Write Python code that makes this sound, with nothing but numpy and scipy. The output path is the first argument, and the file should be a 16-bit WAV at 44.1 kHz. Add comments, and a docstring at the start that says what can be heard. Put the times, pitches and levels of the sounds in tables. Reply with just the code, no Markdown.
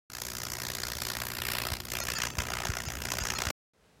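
"""On the concrete floor of a workshop, a high-voltage arc burns its way across a wooden board. It lights once
per mains cycle, so it buzzes: each burn is a 5 ms spray of tiny sparks with a puff of heated air, now and then
with a sharp snap. A few times the crackle turns for an instant into a brief pitched sizzle. The supply hums and
the flame flutters and thumps. All stops abruptly; after a silence, quiet room air is left."""
import sys
import numpy as np
from scipy import signal
from scipy.fft import rfft, irfft
from scipy.io import wavfile
from scipy.ndimage import uniform_filter1d

SR = 44100
rng = np.random.default_rng(int(sys.argv[2]) if len(sys.argv) > 2 else 0)


def bounce(signal):
    """Save signal as a 16-bit WAV file at the path given by the first command-line argument."""
    frames = np.transpose(np.atleast_2d(signal))
    limited = np.clip(frames, -1, 1)
    pcm = np.round(limited * 32767).astype(np.int16)
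    wavfile.write(sys.argv[1], SR, pcm)


N = 176400
MAINS_HZ = 59.969
START_S, FIRST_BURN_S, STOP_S = .099, .103, 3.51

# Loud snaps, each with a flare of its burn: t/s, relative peak level/dB, flare/dB
SNAPS = [(0.219, -19, 3.9), (0.436, -22, 1.8), (0.4687, -21, 1.8), (0.6878, -20, 0), (0.7021, -19, 0.7),
         (0.754, -18, 3.1), (0.8353, -19, 2.2), (0.9693, -20, 1), (1.0198, -18, 4.4), (1.088, -20, 1.4),
         (1.1044, -20, 2.6), (1.1691, -15, 3.2), (1.2195, -19, 2.4), (1.4198, -14, 2.0), (1.4537, -16, 2.1),
         (1.4867, -14, 2.8), (1.5208, -18, 1.5), (1.5545, -15, 0.1), (1.5863, -16, 0.8), (1.6183, -17, 1.5),
         (1.669, -12, 2.6), (1.7217, -16, 1.9), (1.7388, -15, 1.8), (1.7697, -24, 2.3), (1.8036, -22, 7.9),
         (1.8534, -26, 3.5), (1.9545, -18, 0.7), (2.0891, -19, 1.2), (2.1212, -17, 0.9), (2.1885, -16, 1.2),
         (2.2205, -16, 1.2), (2.2374, -15, 2.2), (2.2549, -16, 0.1), (2.2722, -17, 1.8), (2.3062, -21, 3.7),
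         (2.3882, -17, 1.9), (2.5041, -19, 1.8), (2.5378, -21, 1.2), (2.5708, -18, 0.1),
         (2.5879, -19, -1.5), (2.6553, -18, 3.2), (2.6717, -20, 1.1), (2.7695, -20, 1.1),
         (2.8039, -20, 3.3), (2.9033, -20, 3.3), (3.0216, -21, 2.7), (3.0556, -19, 3.6), (3.1189, -19, 3.1),
         (3.1388, -18, 3.1), (3.1872, -16, 3.8), (3.3038, -15, 5.4), (3.3535, -18, 0.7), (3.3877, -18, 2.2),
         (3.421, -17, 2.9), (3.4705, -19, 1), (3.5024, -18, 1.6)]


def from_db(db):
    """Amplitude ratio of a level: tenfold for every 20 dB."""
    return 10 ** (np.asarray(db) / 20)


def rms_one(x):
    """Normalisation to unit mean power."""
    return x / np.sqrt(np.mean(x ** 2) + 1e-20)


def curve(rows, t):
    """Linear interpolation of each column of a table at times t."""
    times, *columns = np.transpose(rows)
    return [np.interp(t, times, column) for column in columns]


def filtered(x, hz, kind, order=1):
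    """Causal Butterworth filter: maximally flat in its passband."""
    sections = signal.butter(order, hz, kind, fs=SR, output="sos")
    return signal.sosfilt(sections, x + 1e-18)


def coloured(x, spectrum):
    """Minimum-phase filter: folding the cepstrum makes the given spectrum's response causal."""
    hz, db = np.transpose(spectrum)
    bin_hz = np.maximum(np.arange(N // 2 + 1) * SR / N, 1)
    gain = from_db(np.interp(np.log(bin_hz), np.log(hz), db))
    cepstrum = irfft(np.log(gain), N)
    cepstrum[1:N // 2] *= 2
    cepstrum[N // 2 + 1:] = 0
    return irfft(rfft(x) * np.exp(rfft(cepstrum)), N)


def clicks(times, sizes):
    """Ideal impulses: one sample long, each with a flat spectrum."""
    return np.bincount((times * SR).astype(int), sizes, N)[:N]


def hum(t, lag_s=.00387, waver_db=3, waver_hz=12):
    """Harmonic series of the supply, cresting as each burn goes out; each partial wavers on its own."""
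    # Partials: multiple of the mains frequency, relative level/dB
    harmonics = [(1, -65), (2, -55.5), (4, -62), (6, -61.5)]
    # Swell of the hum: t/s, gain/dB
    swell = [(.1, -9), (.34, 1.5), (.42, -2.5), (1.7, 4), (1.85, 0), (2.15, 2), (3.5, -1.5)]
    swell_db, = curve(swell, t)
    phase = 2 * np.pi * MAINS_HZ * (t - FIRST_BURN_S - lag_s)
    out = np.zeros(N)
    for multiple, db in harmonics:
        waver = rms_one(filtered(rng.standard_normal(N), waver_hz, "low", order=2))
        out += np.sqrt(2) * from_db(db + swell_db + waver_db * waver) * np.cos(multiple * phase)
    return out


def flame(t):
    """Combustion noise: the burning wood flutters, mostly at low frequencies."""
    # Strength of the flutter: t/s, level/dB
    strength = [(.1, -53.5), (.36, -50.5), (.40, -47), (1.15, -48), (1.6, -46.5), (2.2, -48), (2.35, -43),
                (2.8, -46.5), (3.05, -42.5), (3.25, -44), (3.5, -42.5)]
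    # Spectrum of the flutter: f/Hz, relative spectral level/dB
    spectrum = [(20, -55.5), (32, -21), (48, 6.5), (75, 7), (110, -3), (180, -1.5), (300, -8), (700, -12.5),
                (2000, -32)]
    db, = curve(strength, t)
    return from_db(db) * rms_one(coloured(rng.standard_normal(N), spectrum))


def burns(mean_s=.00494, growth_s_per_db=.00005, jitter_s=.0003, falter_share=.45):
    """Periodic ignition, longer when the arc is strong. Gives centres/s, lengths/s, levels/dB."""
    # Strength of the arc, which nearly dies twice: t/s, level/dB
    strength = [(0.1, -47.0), (0.17, -41.7), (0.45, -39.5), (1.05, -37.3), (1.38, -37.8), (1.5, -34.6),
                (1.74, -37), (1.785, -46.7), (1.885, -45.5), (1.905, -41), (1.92, -36.2), (2.04, -37.6),
                (2.09, -33.7), (2.265, -34.4), (2.29, -42.5), (2.325, -48.4), (2.365, -43.7), (2.39, -33.5),
                (2.45, -39.8), (2.53, -35.5), (2.78, -38.3), (2.85, -41.3), (2.96, -41.6), (3.1, -37.0),
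                (3.36, -35), (3.45, -34.8), (3.5, -33.3)]
    # Unevenness from burn to burn: t/s, standard deviation/dB
    unevenness = [(.1, 1.0), (1.6, .9), (3.4, 1.2)]
    centres = np.arange(FIRST_BURN_S, STOP_S, 1 / MAINS_HZ)
    level_draw, length_draw, time_draw = np.sqrt(3) * rng.uniform(-1, 1, (len(centres), 3)).T
    arc_db, = curve(strength, centres)
    spread_db, = curve(unevenness, centres)
    flaring = [np.argmin(abs(centres - onset)) for onset, _, _ in SNAPS]
    flare_db = np.bincount(flaring, np.array(SNAPS)[:, 2], len(centres))
    # The burns on either side of a flare falter.
    swing_db = spread_db * level_draw - falter_share * np.convolve(flare_db, [1, 0, 1], "same")
    swing_db[flaring] = flare_db[flaring]
    db = arc_db + swing_db
    lengths = mean_s + growth_s_per_db * (db - db.mean()) + jitter_s * length_draw
    return centres + jitter_s * time_draw, np.maximum(lengths, mean_s / 2), db


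def burn_envelope(t, centres, lengths, strike_s=.0002, quench_s=.00048):
    """Fast ignition, slower quenching. Gives per sample the nearest burn, its progress and its gate."""
    nearest = np.round((t - FIRST_BURN_S) * MAINS_HZ).astype(int)
    nearest = np.clip(nearest, 0, len(centres) - 1)
    length = lengths[nearest]
    age = t - centres[nearest] + length / 2
    strike = (1 + np.tanh(age / (2 * strike_s))) / 2
    quench = (1 + np.tanh((length - age) / (2 * quench_s))) / 2
    return nearest, np.clip(age / length, 0, 1), strike * quench


def sparks(t, nearest, progress, lit, burn_db):
    """Shot noise: tiny random discharges crowd into each burn; their tone shifts as the arc wanders."""
    # Spectrum of a spark: f/Hz, relative spectral level/dB
    spectrum = [(180, -38), (300, 1), (326, -8.5), (366, 0.5), (398, -1.5), (622, -1), (867, -2), (1360, 1),
                (1600, 1), (2050, 1), (2310, -2), (2680, -2.5), (3920, -7), (4710, -3), (6780, -2),
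                (8700, -12), (12500, -7), (15000, -11.5), (15800, -22.5)]
    # Six bands of the spark sound: lower f/Hz, upper f/Hz
    bands = [(560, 1050), (1200, 2000), (2200, 3300), (3600, 4800), (5300, 7500), (9000, 15500)]
    # Drift of the tone: t/s, then gain/dB for each band
    tone = [(0.1, 0, -1.5, -4.5, 4.5, 2.5, 2), (0.45, -3, -1, -4, 2, 2, 2.5),
            (0.95, 0, -0.5, -7.5, 7.5, -1, 0), (1.25, 2.5, 0.5, -3, 3.5, -4.5, 3),
            (1.42, -3.5, 0, 4.5, 3, -14, 2), (1.62, 1.5, -4.5, 3, 2, -17, 1.5),
            (1.85, -1.5, -1, -1.5, 6.5, -2, 3), (2.0, 2.5, -3, 2, 1, 1.5, 2.5),
            (2.2, -3, 1.5, 2.5, -2, 2, -6.5), (2.4, 5, -0.5, 2, -4, 2.3, -3.5),
            (2.6, 4.5, 1, 1.5, -2.5, -2.5, -7), (2.78, 1, 2.5, 1, -5, 2, -3),
            (3.0, 1.5, -1, 2, -3, 0.5, -2), (3.25, 4, 0.5, 1, -2, 5, -3), (3.5, 5, 1.5, -1.5, 2, -2.5, -8)]
    # Faint frying that goes on between burns: t/s, level/dB re the burn
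    smoulder = [(.1, -25), (1.42, -25), (1.55, -17), (1.7, -24), (2.3, -30), (3.5, -26)]
    sparks_per_s, size_spread_db, gain_db = 22000, 3, -1.5
    sputter_db, sputter_hz, sag_db, tone_scatter_db = 1.6, 900, 3.5, 1.6
    sizes = from_db(size_spread_db * np.minimum(rng.exponential(1, N), 4)) * rng.choice([-1, 1], N)
    clumps = rms_one(filtered(rng.standard_normal(N), sputter_hz, "low", order=2))
    smoulder_db, = curve(smoulder, t)
    envelope = (lit + from_db(smoulder_db)) * from_db(sputter_db * np.clip(clumps, -2, 1) - sag_db * progress)
    fires = rng.random(N) < sparks_per_s / SR
    spray = coloured(sizes * fires * envelope, spectrum)
    spray = rms_one(filtered(spray, hz=230, kind="high", order=2)) * from_db(burn_db[nearest] + gain_db)
    scatter_db = tone_scatter_db * rng.standard_normal((len(burn_db), len(bands)))
    for edges, band_db, own_db in zip(bands, curve(tone, t), scatter_db.T):
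        spray += (from_db(band_db + own_db[nearest]) - 1) * filtered(spray, edges, "band")
    return spray


def puffs(progress, lit, db, gain_db=-17, band_hz=(72, 620)):
    """Thermal expansion: air heats through each burn, then collapses; the change of heat is heard."""
    heat = progress * lit
    return from_db(db + gain_db) * rms_one(filtered(-np.gradient(heat), band_hz, "band"))


def snaps(centres, lengths, burn_db, tick_db=9.5, tick_spread_db=2, loud_gain_db=-1.5):
    """Impulsive discharges: a small pressure spike somewhere in every burn, and occasional loud ones."""
    tick_times = centres + lengths * rng.uniform(-.5, .5, len(centres))
    scatter_db = tick_spread_db * rng.uniform(-1, 1, len(centres))
    ticks = clicks(tick_times, from_db(burn_db + tick_db + scatter_db))
    onsets, peak_db, _ = np.transpose(SNAPS)
    loud = clicks(onsets, from_db(peak_db + loud_gain_db))
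    spike = filtered(signal.unit_impulse(SR // 100), hz=5100, kind="low", order=2)
    spike = filtered(spike, hz=456, kind="high")
    return -np.convolve(ticks + loud, spike / spike.max())[:N]


def room(x, gain_db=-16.5, t60_s=.2, top_hz=7800, delay_s=.0023):
    """Reverberation: diffuse, slightly dull reflections decay exponentially and fill the gaps."""
    age = np.arange(SR // 2) / SR
    reflections = filtered(rng.standard_normal(len(age)), top_hz, "low")
    tail = reflections * from_db(-60 * age / t60_s) * (age > delay_s)
    return from_db(gain_db) * signal.fftconvolve(x, tail / np.linalg.norm(tail))[:N]


def thumps(t, rise_s=.0038):
    """Heavily damped oscillation: soft thumps of the flame swell and die within about two cycles."""
    # Low pressure pulses: t/s, envelope level/dB, f/Hz
    pulses = [(1.716, -24, 78), (2.381, -21, 69.6), (2.409, -33, 75), (2.692, -20, 73), (2.873, -27.5, 98),
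              (3.213, -24, 51.3), (3.468, -24.5, 69)]
    out = np.zeros(N)
    for onset, db, hz in pulses:
        age = np.maximum(t - onset, 0)
        envelope = age / rise_s * np.exp(1 - age / rise_s)
        out -= from_db(db) * envelope * np.cos(2 * np.pi * hz * age)
    return out


def sizzles(t, bandwidth_hz=15, detune_share=.08, scatter_db=2.5, fade_s=.006):
    """Resonance: noise rings in narrow modes, retuned for each sizzle. Gives the sound and its gate."""
    # Pitched moments in the crackle: centre t/s, length/s, rms level/dB, tilt/(dB per octave)
    bursts = [(2.022, .024, -36.5, -1), (2.167, .029, -35, -1), (2.321, .026, -48.5, 1),
              (2.871, .024, -41, 0), (3.215, .024, -36, 0), (3.364, .025, -35.5, 0)]
    # Resonances of a sizzle: f/Hz, relative level/dB
    modes = [(560, -13), (880, -10), (1365, 3), (1830, 1), (2150, -7.5), (2620, 1), (3400, -5), (4530, 3),
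             (5210, 1.5), (5750, -3.5), (6480, 5), (7000, 0.5)]
    out, gate = np.zeros(N), np.zeros(N)
    for centre, length, db, tilt_db in bursts:
        window = np.clip((length / 2 - abs(t - centre)) / fade_s + .5, 0, 1)
        on = window > 0
        count = on.sum()
        ring = np.zeros(count)
        for hz, mode_db in modes:
            detune, weight = rng.uniform(-.74, 1, 2)
            tuned_hz = hz * (1 + detune_share * detune)
            pole = np.exp((2j * tuned_hz - bandwidth_hz) * np.pi / SR)
            response = signal.lfilter([1], [1, -pole], rng.standard_normal(2 * count))
            tone = rms_one(response.real[count:])  # the first half lets the resonance build up
            ring += tone * from_db(mode_db + scatter_db * weight + tilt_db * np.log2(hz))
        out[on] += from_db(db) * rms_one(ring) * window[on]
        gate = np.maximum(gate, window)
    return out, gate


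def room_air(t, onset_s=3.735, base_db=-64.5):
    """Ambient noise: quiet broadband room air, strongest in the bass, swells in and holds."""
    # Spectrum of the air: f/Hz, relative spectral level/dB
    spectrum = [(18, -33), (30, -9), (61, 4.5), (222, 0.5), (355, -5.5), (415, 0.5), (1170, -11.5),
                (1340, -9.5), (9150, -22), (15000, -32)]
    # Swell of the air: t/s, gain/dB
    swell = [(3.735, -6.5), (3.85, 1.5), (4, 1.5)]
    swell_db, = curve(swell, t)
    noise = rms_one(coloured(rng.standard_normal(N), spectrum))
    return from_db(base_db + swell_db) * noise * (t > onset_s)


def scene():
    """Superposition: arc, supply and flame sound together up to the stop; then silence and room air."""
    t = np.arange(N) / SR
    centres, lengths, burn_db = burns()
    nearest, progress, lit = burn_envelope(t, centres, lengths)
    sizzle, sizzling = sizzles(t)
    crackle = sparks(t, nearest, progress, lit, burn_db) + snaps(centres, lengths, burn_db)
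    buzz = crackle + room(crackle) + puffs(progress, lit, burn_db[nearest])
    buzz *= 1 - .75 * sizzling  # the buzz mostly gives way to a sizzle
    rumble = filtered(flame(t) + thumps(t), hz=36.8, kind="high", order=4)
    arc = buzz + sizzle + room(sizzle) + hum(t) + rumble
    running = uniform_filter1d(1. * ((t > START_S) & (t < STOP_S)), size=90)  # 2 ms ramps
    return (arc * running + room_air(t))[None]


def record(dry, cutoff_hz=16100):
    """Band limiting: an elliptic low-pass filter cuts the top steeply."""
    return signal.sosfilt(signal.ellip(10, .2, 70, cutoff_hz, fs=SR, output="sos"), dry)


dry = scene()
out = record(dry)
bounce(out)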